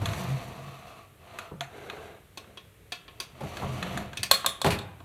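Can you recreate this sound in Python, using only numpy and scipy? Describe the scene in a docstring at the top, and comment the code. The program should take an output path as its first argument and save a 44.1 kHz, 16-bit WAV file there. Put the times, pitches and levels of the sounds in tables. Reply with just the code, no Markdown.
"""A wooden dresser drawer, close to one microphone in a small quiet room.
It is pulled out in two stages, rests, and is pushed shut, rubbing, juddering and catching on its
wooden runners. Jolts set its hanging metal pull ringing; loose fittings click while it stands open.
Let go, the pull drops and bounces on its back plate, then the drawer front bumps home."""
import sys
import numpy as np
from scipy import signal
from scipy.fft import rfft, irfft, next_fast_len
from scipy.io import wavfile

SR = 44100
rng = np.random.default_rng(int(sys.argv[2]) if len(sys.argv) > 2 else 0)


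def log_audio(samples):
    """Write samples as a 16-bit WAV file to the path given in sys.argv[1]."""
    # one column per channel
    frames = np.atleast_2d(samples).T
    # limit to full scale, then quantise
    limited = np.clip(frames, -1, 1)
    pcm = np.round(limited * 32767).astype(np.int16)
    wavfile.write(sys.argv[1], SR, pcm)


N = 222264
TIME = np.arange(N) / SR
TAIL = TIME[:SR * 3 // 5]  # time axis of one ring-out

# Levels in the tables are relative: each source adds its own gain.
# room tone: frequency_hz, level_db
ROOM_TONE_SPECTRUM = [(21, -39), (35, -7.5), (101, 4), (256, -14.5), (453, -8), (489, -15), (557, -13),
                      (864, -22), (2250, -20), (3490, -24.5), (3870, -26), (5020, -33), (8630, -29),
                      (13700, -28.5), (16900, -54.5)]
# room decay: frequency_hz, t60_s
ROOM_DECAY = [(100, 0.83), (500, 0.48), (1400, 0.79), (3700, 0.34), (10000, 0.32), (16000, 0.26)]

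# moves of the drawer: contact, start_s, attack_s, slowing_from_s, release_s, sag_db_per_s,
# rub_db, sides_db, hiss_db, box_db
DRAWER_STROKES = [("pull", -0.14, 0.33, .46, 0.39, 22.2, -39.5, -52, -50, -36.5),
                  ("glide", 0.49, 0.22, 0.96, 0.19, 11.8, -50.5, -50, -64.5, -56),
                  ("pull", 1.117, 0.31, 1.42, 0.13, 0, -48, -54, -64.5, -64.5),
                  ("tipped", 1.637, 0.15, 2.003, 0.28, 0, -45.5, -64.5, -65, -53.5),
                  ("tipped", 2.36, 0.065, 2.52, 0.11, 0, -58, -82, -86, -62),
                  ("push", 2.9, 0.045, 2.77, 0.043, 0, -50, -46, -83, -57),
                  ("push", 3.06, 0.068, 3.21, 0.17, 0, -60.5, -75, -78, -63.5),
                  ("push", 3.27, 0.31, 3.91, 0.22, 0, -42.5, -54.5, -55.5, -40.5),
                  ("push", 3.7, 0.25, 5.1, 0.15, 15, -51, -77, -74, -46)]
# runner rub when pulled, gliding, tipped at full reach and pushed back: frequency_hz, level_db
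PULLING_SPECTRUM = [(150, -27), (250, -10), (331, -19), (361, 2.5), (395, -12), (509, -1.5), (556, -10),
                    (673, 3), (825, -8), (1210, -5.5), (1420, -13.5), (2340, -12), (3330, -16.5),
                    (4300, -17.5), (5200, -52), (6760, -53), (11400, -120)]
GLIDING_SPECTRUM = [(150, -34), (250, -16), (342, -7.5), (381, -24), (437, -2), (551, -13), (705, 0),
                    (888, -13), (1170, -4), (1450, -20), (2400, -12.5), (2640, -18), (4260, -18),
                    (5020, -44), (6500, -45), (8450, -55), (14300, -120)]
TIPPED_SPECTRUM = [(150, -42), (250, -9.5), (398, -2), (430, 4), (509, -4), (751, -2.5), (960, -14),
                   (1430, -11.5), (1590, -8), (1860, -20), (2110, -11), (2310, -17), (4030, -21),
                   (4900, -53), (5500, -40), (7150, -66), (12100, -120)]
PUSHING_SPECTRUM = [(150, -41), (250, -9), (354, -2), (471, -4), (704, 1.5), (801, -6), (1280, -6.5),
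                    (1610, -15.5), (1880, -13.5), (2060, -10), (2740, -11), (4030, -17.5), (4410, -19.5),
                    (4960, -43), (5500, -35), (7150, -50.5), (12100, -120)]
# hiss of the wood grain: frequency_hz, level_db
GRAIN_SPECTRUM = [(2650, -39), (4500, 2), (5110, -12.5), (6000, 0), (6490, -4), (8750, -8), (12800, -7.5),
                  (15100, -22), (16100, -43), (16900, -82)]
# hollow resonances of the drawer box and of its sides: pitch_hz, width_hz, level_db
BOX_RESONANCES = [(52, 14, -10), (89.3, 18, 3), (135, 12.5, 5.5), (194, 27, -4)]
SIDE_RESONANCES = [(676, 31, -6.5), (1138, 26, -3.5), (1258, 100, -10), (2615, 98, -9)]
# stick-slip judders of the box: middle_s, half_length_s, pitch_hz, level_db
BOX_JUDDERS = [(0.006, 0.056, 104, -31), (0.088, 0.036, 97, -29.5), (0.24, 0.042, 184, -36.5),
               (0.33, 0.045, 133, -26), (0.65, 0.098, 138, -44), (1.54, 0.014, 152, -43),
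               (1.62, 0.054, 140, -44.5), (3.443, 0.02, 144, -33), (3.694, 0.072, 128, -33.5),
               (3.866, 0.052, 185, -37), (3.977, 0.036, 190, -36.5), (4.203, 0.01, 110, -37.5)]
# jolts that reach the hanging pull: start_s, level_db
PULL_JOLTS = [(0.056, -51), (3.9, -61), (3.974, -56)]

# blows on the carcass, runners, fittings and pull: start_s, level_db, bass_db, treble_db, spot_hz
CARCASS_KNOCKS = [(.016, -28.5, 12.5, -0.5, 222), (1.514, -31, 4, -22, 480), (3.407, -27, 6, -1.5, 540),
                  (3.436, -31.5, 8.5, -3, 284), (3.621, -23, 0, -15, 1154), (3.634, -27, 7, -19, 510),
                  (4.645, -11, -8.5, 1, 753), (4.651, -14.5, -8.5, -12, 405), (4.663, -13.5, 5, 5, 574),
                  (4.705, -19.5, -2.5, 9, 2485), (4.721, -25.5, 4, 13.5, 1600)]
RUNNER_CATCHES = [(.057, -19, -3, 4.5, 3830), (.061, -25, 2, 0, 1070), (.088, -25, -17, -10, 3700),
                  (.134, -23, -10, -1, 2300), (1.387, -23, -1, 1, 1370), (1.608, -17, -2.5, -2, 702),
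                  (1.899, -23, 0.5, -9, 1080), (2.443, -43, 0, -22, 1100), (3.57, -26.5, -1, 3, 4450),
                  (3.827, -19, 0.5, -2.5, 1700), (3.974, -20.5, 3, 3, 1700), (4.132, -29, 0, -0.5, 1610),
                  (4.309, -30, -3.5, -12, 2010), (4.445, -18.5, 7, -17, 1080), (5.003, -42, 16.5, -3, 1076)]
FITTING_CLICKS = [(2.374, -28.5, 13, 2, 3770), (2.573, -30, 9, -8.5, 3330), (2.921, -23, 9, 2, 3350),
                  (2.924, -21.5, -6, -13, 3350), (3.08, -34, 11, -19, 3250), (3.201, -21.5, 5.5, 5, 3720),
                  (4.172, -20.5, -30, 0, 3650), (4.231, -15.5, -5.5, 4.5, 4940)]
PULL_BOUNCES = [(4.3127, -2.5, 1, -0.5, 4160), (4.4619, -10.5, 1, 1, 3530), (4.616, -18, 2.5, -1, 3520),
                (4.788, -26, -24, -6, 3800)]
# the crack of each kind of blow: frequency_hz, level_db
KNOCK_SPECTRUM = [(35, -40.5), (60, -14), (87, -5.5), (323, -11), (398, -10.5), (480, -13.5), (553, -12),
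                  (822, -14.5), (1410, -20), (2350, -26), (4320, -29), (5210, -37.5), (11800, -38),
                  (14200, -45), (16000, -58)]
CATCH_SPECTRUM = [(180, -16.5), (300, -7), (420, -16), (686, -4), (1590, -3.5), (2930, -11), (3460, -9),
                  (4310, -10), (5020, -26.5), (7030, -14), (7920, -22.5), (11700, -22), (13600, -33),
                  (15300, -38), (16900, -96)]
CLICK_SPECTRUM = [(150, -59), (250, -19), (1060, -12), (1310, -11), (2000, -12), (2520, -3), (2800, -7),
                  (3400, -3), (3980, -7.5), (4670, -15), (6640, -12.5), (7250, -20), (12500, -21.5),
                  (15800, -35), (16900, -66)]
BOUNCE_SPECTRUM = [(180, -16.5), (300, -20.5), (600, -3), (1100, -10), (2300, -13), (3100, -7.5),
                   (3500, 2.5), (4300, -13.5), (4900, -14.5), (5600, -12.5), (8000, -6), (9800, -16.5),
                   (14200, -21.5), (16500, -39)]
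# the modes each kind leaves ringing: pitch_hz, level_db, t60_s
KNOCK_RING = [(49, -12, .8), (88, -4, .5), (135, -8, .33), (198, -13, .14), (360, -7, .1), (405, -2, .15),
              (548, -3, .14), (689, -4, .08), (764, -2, .09), (812, 0, .08), (890, -2, .08), (977, -2, .08)]
CATCH_RING = [(692, -1.5, 0.11), (1205, -0.5, 0.041), (1360, -8, 0.062), (1600, 2, 0.017),
              (2530, -0.5, 0.027), (3354, 5, 0.014), (3470, -3.5, 0.029), (4150, -7, 0.015),
              (6360, -6.5, 0.016), (7100, -15, 0.018)]
CLICK_RING = [(368, -14.5, 0.1), (714, -11.5, 0.11), (1080, -4.5, 0.14), (1740, -4.5, 0.064),
              (2590, -1, 0.1), (3320, -3, 0.09), (3710, -8.5, 0.05), (4330, 0.5, 0.043), (4690, 2.5, 0.028),
              (6050, 2.5, 0.028), (8400, -4, 0.024), (9580, -0.5, .025)]
BOUNCE_RING = [(554, -19, .14), (1082, -6, .05), (1244, -16, .06), (1577, -16, .05), (2520, -18, .04),
               (3420, -8, .025), (3469, -22, .26), (3700, -9, .025), (4180, -4, .015), (4295, -1, .026),
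               (4800, -12, .02), (7300, -11, .015), (8000, -5, .018), (8926, -12, .03), (10650, -14, .03),
               (10990, -26, .25), (11600, -13, .02), (12250, -13, .02), (14050, -12, .02)]


def amp(db):
    """Decibels to gain."""
    return np.exp(np.asarray(db) * (np.log(10) / 20))


def rms_one(x):
    """Scale to unit rms."""
    return x / np.sqrt(np.mean(x ** 2) + 1e-20)


def unit_energy(x):
    """Scale to unit energy."""
    return x / np.sqrt(np.sum(x ** 2, axis=-1, keepdims=True) + 1e-20)


def at_hz(points, hz):
    """Read a table on a log-frequency axis."""
    table_hz, value = np.transpose(points)
    return np.interp(np.log(np.maximum(hz, 1)), np.log(table_hz), value)


def coloured(x, spectrum):
    """Causal (minimum-phase) filter with the given spectrum."""
    length = x.shape[-1]
    size = 2 * next_fast_len(length // 2 + 2048, True)
    gain_db = at_hz(spectrum, np.arange(size // 2 + 1) * SR / size)
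    cepstrum = irfft(gain_db * (np.log(10) / 20))
    cepstrum[1:size // 2] *= 2
    cepstrum[size // 2 + 1:] = 0
    return irfft(rfft(x, size) * np.exp(rfft(cepstrum)), size)[..., :length]


def drift(rate_hz):
    """A random wander of unit rms."""
    knots = rng.standard_normal(2000)
    return rms_one(np.interp(TIME * rate_hz, np.arange(len(knots)), knots))


def resonate(x, resonances):
    """Parallel resonances, each holding its given share of level."""
    out = 0
    for hz, width_hz, db in resonances:
        radius = np.exp(-np.pi * width_hz / SR)
        feedback = [1, -2 * radius * np.cos(2 * np.pi * hz / SR), radius * radius]
        out = out + amp(db) * rms_one(signal.lfilter([1, 0, -1], feedback, x))
    return rms_one(out)


def room_response(build_s, wall_s, wall_db):
    """Diffuse tail that dies sooner in the treble, with a swell of echoes from the far wall."""
    spectrum = rfft(rng.standard_normal(len(TAIL)))
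    hz = np.arange(len(spectrum)) * SR / len(TAIL)
    centres = np.geomspace(80, 16000, 9)
    tail = 0
    for centre, weights in zip(centres, np.eye(len(centres))):
        band = irfft(spectrum * at_hz(np.c_[centres, weights], hz), len(TAIL))
        tail = tail + band * amp(-60 * TAIL / at_hz(ROOM_DECAY, centre))
    swell = 1 + amp(wall_db) * np.exp(-((TAIL - wall_s) / 0.019) ** 2)
    return unit_energy(tail * swell * (1 - np.exp(-TAIL / build_s)))


def in_room(x, room, wet_db):
    """What the room sends back to the microphone."""
    return amp(wet_db) * signal.fftconvolve(x, room)[:N]


def blows(events, colour, modes, room, wet_db, rise_s, crack_t60_s, ring_db, vary_db,
          spot_db, bass_hz, treble_hz):
    """Each blow is a crack of countless short modes plus a few that ring; hardness tilts its colour."""
    out = np.zeros((2, N + len(TAIL)))
    hz, mode_db, t60_s = np.transpose(modes)[:, :, None]
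    partials = amp(mode_db - 60 * TAIL / t60_s) * np.sin(2 * np.pi * hz * TAIL)
    envelope = (1 - np.exp(-TAIL / rise_s)) * amp(-60 * TAIL / crack_t60_s)
    # summed over all directions the crack has a smooth spectrum: this is what fills the room
    smooth_crack = unit_energy(coloured(signal.unit_impulse(len(TAIL)), colour))
    for start_s, level_db, bass_db, treble_db, spot_hz in events:
        crack = unit_energy(coloured(rng.standard_normal(len(TAIL)) * envelope, colour))
        strengths = amp(rng.normal(0, vary_db, hz.shape)) * rng.choice([-1, 1], hz.shape)
        ring = amp(ring_db) * unit_energy(np.sum(strengths * partials, axis=0))
        tilt = [(bass_hz / 2, bass_db), (bass_hz * 2, 0), (treble_hz, 0), (treble_hz * 2, treble_db)]
        # the spot that is struck favours one narrow range of resonances
        spot = [(spot_hz / 1.18, 0), (spot_hz, spot_db), (spot_hz * 1.19, 0)]
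        paths = np.array([crack + ring, smooth_crack + amp(-5) * ring])
        struck = unit_energy(coloured(paths, spot))
        start = int(start_s * SR)
        out[:, start:start + len(TAIL)] += amp(level_db) * coloured(struck, tilt)
    direct, radiated = out[:, :N]
    return direct + in_room(radiated, room, wet_db)


def room_tone():
    """The quiet room: a steady bed of noise, mostly bass."""
    return amp(-55.5) * rms_one(coloured(rng.standard_normal(N), ROOM_TONE_SPECTRUM))


def friction(per_s, spread_db, uneven_db):
    """Wood fibres snag and let go: dense tiny slips of uneven size, bunched by the grain."""
    slips = (rng.random(N) < per_s / SR) * rng.standard_normal(N)
    slips *= amp(spread_db * rng.standard_normal(N))
    return rms_one(slips * amp(uneven_db * drift(70)))


def stroke_speed(t, start_s, attack_s, slowing_s, release_s, sag_db_per_s):
    """The hand eases the drawer towards full speed (1), lets it sag and eases it to rest."""
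    rise = np.clip((t - start_s) / attack_s, 0, 1)
    fall = np.clip(1 - (t - slowing_s) / release_s, 0, 1)
    sag = amp(-sag_db_per_s * np.maximum(t - start_s - attack_s, 0))
    return sag * np.sin(np.pi / 2 * rise * fall) ** 2


def drawer_slide(room, hiss_power):
    """Friction drives the runners, the sides, a fine hiss and the box, all following the stroke speed."""
    colours = {"pull": PULLING_SPECTRUM, "glide": GLIDING_SPECTRUM,
               "tipped": TIPPED_SPECTRUM, "push": PUSHING_SPECTRUM}
    runners = {contact: rms_one(coloured(friction(per_s=10000, spread_db=2, uneven_db=0.56), colour))
               for contact, colour in colours.items()}
    sides = resonate(friction(per_s=8000, spread_db=1, uneven_db=3.5), SIDE_RESONANCES)
    grain = rms_one(coloured(friction(per_s=15000, spread_db=-2, uneven_db=1.5), GRAIN_SPECTRUM))
    box = resonate(friction(per_s=1500, spread_db=2, uneven_db=1.5), BOX_RESONANCES)
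    box *= amp(2.3 * drift(14))  # the rumble wavers
    out = np.zeros(N)
    for contact, start_s, attack_s, slowing_s, release_s, sag_db_per_s, *levels_db in DRAWER_STROKES:
        rub_gain, sides_gain, hiss_gain, box_gain = amp(levels_db)
        moving = (TIME > start_s) & (TIME < slowing_s + release_s)
        speed = stroke_speed(TIME[moving], start_s, attack_s, slowing_s, release_s, sag_db_per_s)
        wood = rub_gain * runners[contact][moving] + sides_gain * sides[moving] + box_gain * box[moving]
        out[moving] += speed * wood + speed ** hiss_power * hiss_gain * grain[moving]
    return out + in_room(out, room, wet_db=-10)


def box_judder(waver, overtone_db):
    """For a moment the slips lock to a resonance of the box and it groans."""
    out = np.zeros(N)
    wavering_time = np.cumsum(1 + waver * drift(40)) / SR
    for middle_s, half_s, hz, db in BOX_JUDDERS:
        near = np.abs(TIME - middle_s) < 4 * half_s
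        phase = 2 * np.pi * hz * wavering_time[near]
        swell = np.exp(-((TIME[near] - middle_s) / half_s) ** 2)
        out[near] += amp(db) * swell * (np.sin(phase) + amp(overtone_db) * np.sin(2 * phase))
    return np.sqrt(2) * out


def carcass_knocks(room):
    """The drawer knocks dully against the carcass, hardest as it bumps home."""
    return amp(19.5) * blows(
        CARCASS_KNOCKS, KNOCK_SPECTRUM, KNOCK_RING, room, wet_db=-5, rise_s=0.00018, crack_t60_s=0.099,
        ring_db=-3, vary_db=0.5, spot_db=8.5, bass_hz=250, treble_hz=1253)


def pull_shiver(pitch_hz, t60_s):
    """Each jolt sets one high mode of the hanging pull ringing thinly."""
    out = np.zeros(N + len(TAIL))
    ring = amp(-60 * TAIL / t60_s) * np.sin(2 * np.pi * pitch_hz * TAIL)
    for start_s, db in PULL_JOLTS:
        start = int(start_s * SR)
        out[start:start + len(TAIL)] += amp(db) * ring
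    return out[:N]


def runner_catches(room):
    """The drawer catches on its runners with short wooden cracks; the table also holds one last faint crack,
    voiced the same way, that sounds after the drawer is home."""
    return amp(15) * blows(
        RUNNER_CATCHES, CATCH_SPECTRUM, CATCH_RING, room, wet_db=-8, rise_s=0.0005, crack_t60_s=0.037,
        ring_db=0, vary_db=4.5, spot_db=7.5, bass_hz=920, treble_hz=3780)


def fitting_clicks(room):
    """Loose fittings click lightly and ring for an instant."""
    return amp(16) * blows(
        FITTING_CLICKS, CLICK_SPECTRUM, CLICK_RING, room, wet_db=-8, rise_s=0.0013, crack_t60_s=0.056,
        ring_db=0.5, vary_db=4.5, spot_db=3.5, bass_hz=900, treble_hz=3730)


def pull_bounces(room):
    """The metal pull drops on its back plate and bounces, weaker each time."""
    return amp(17.5) * blows(
        PULL_BOUNCES, BOUNCE_SPECTRUM, BOUNCE_RING, room, wet_db=-7, rise_s=0.00087, crack_t60_s=0.024,
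        ring_db=2.5, vary_db=2, spot_db=6.5, bass_hz=890, treble_hz=4000)


def scene():
    """The drawer and its fittings close up, the small room behind them, in mono."""
    room = room_response(build_s=0.0028, wall_s=0.029, wall_db=-1)
    impacts = runner_catches(room) + fitting_clicks(room) + pull_bounces(room) + carcass_knocks(room)
    slide = drawer_slide(room, hiss_power=1.34)
    judder = box_judder(waver=0.0326, overtone_db=-28)
    shiver = pull_shiver(pitch_hz=11400, t60_s=0.45)
    return (room_tone() + slide + judder + impacts + shiver)[None]


def record(dry):
    """The microphone drops the deepest bass; the top of the band is cut steeply."""
    low_cut = signal.butter(4, 36, "high", fs=SR, output="sos")
    high_cut = signal.ellip(10, 0.2, 80, 16200, fs=SR, output="sos")
    return signal.sosfilt(high_cut, signal.sosfilt(low_cut, dry))


dry = scene()
out = record(dry)
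log_audio(out)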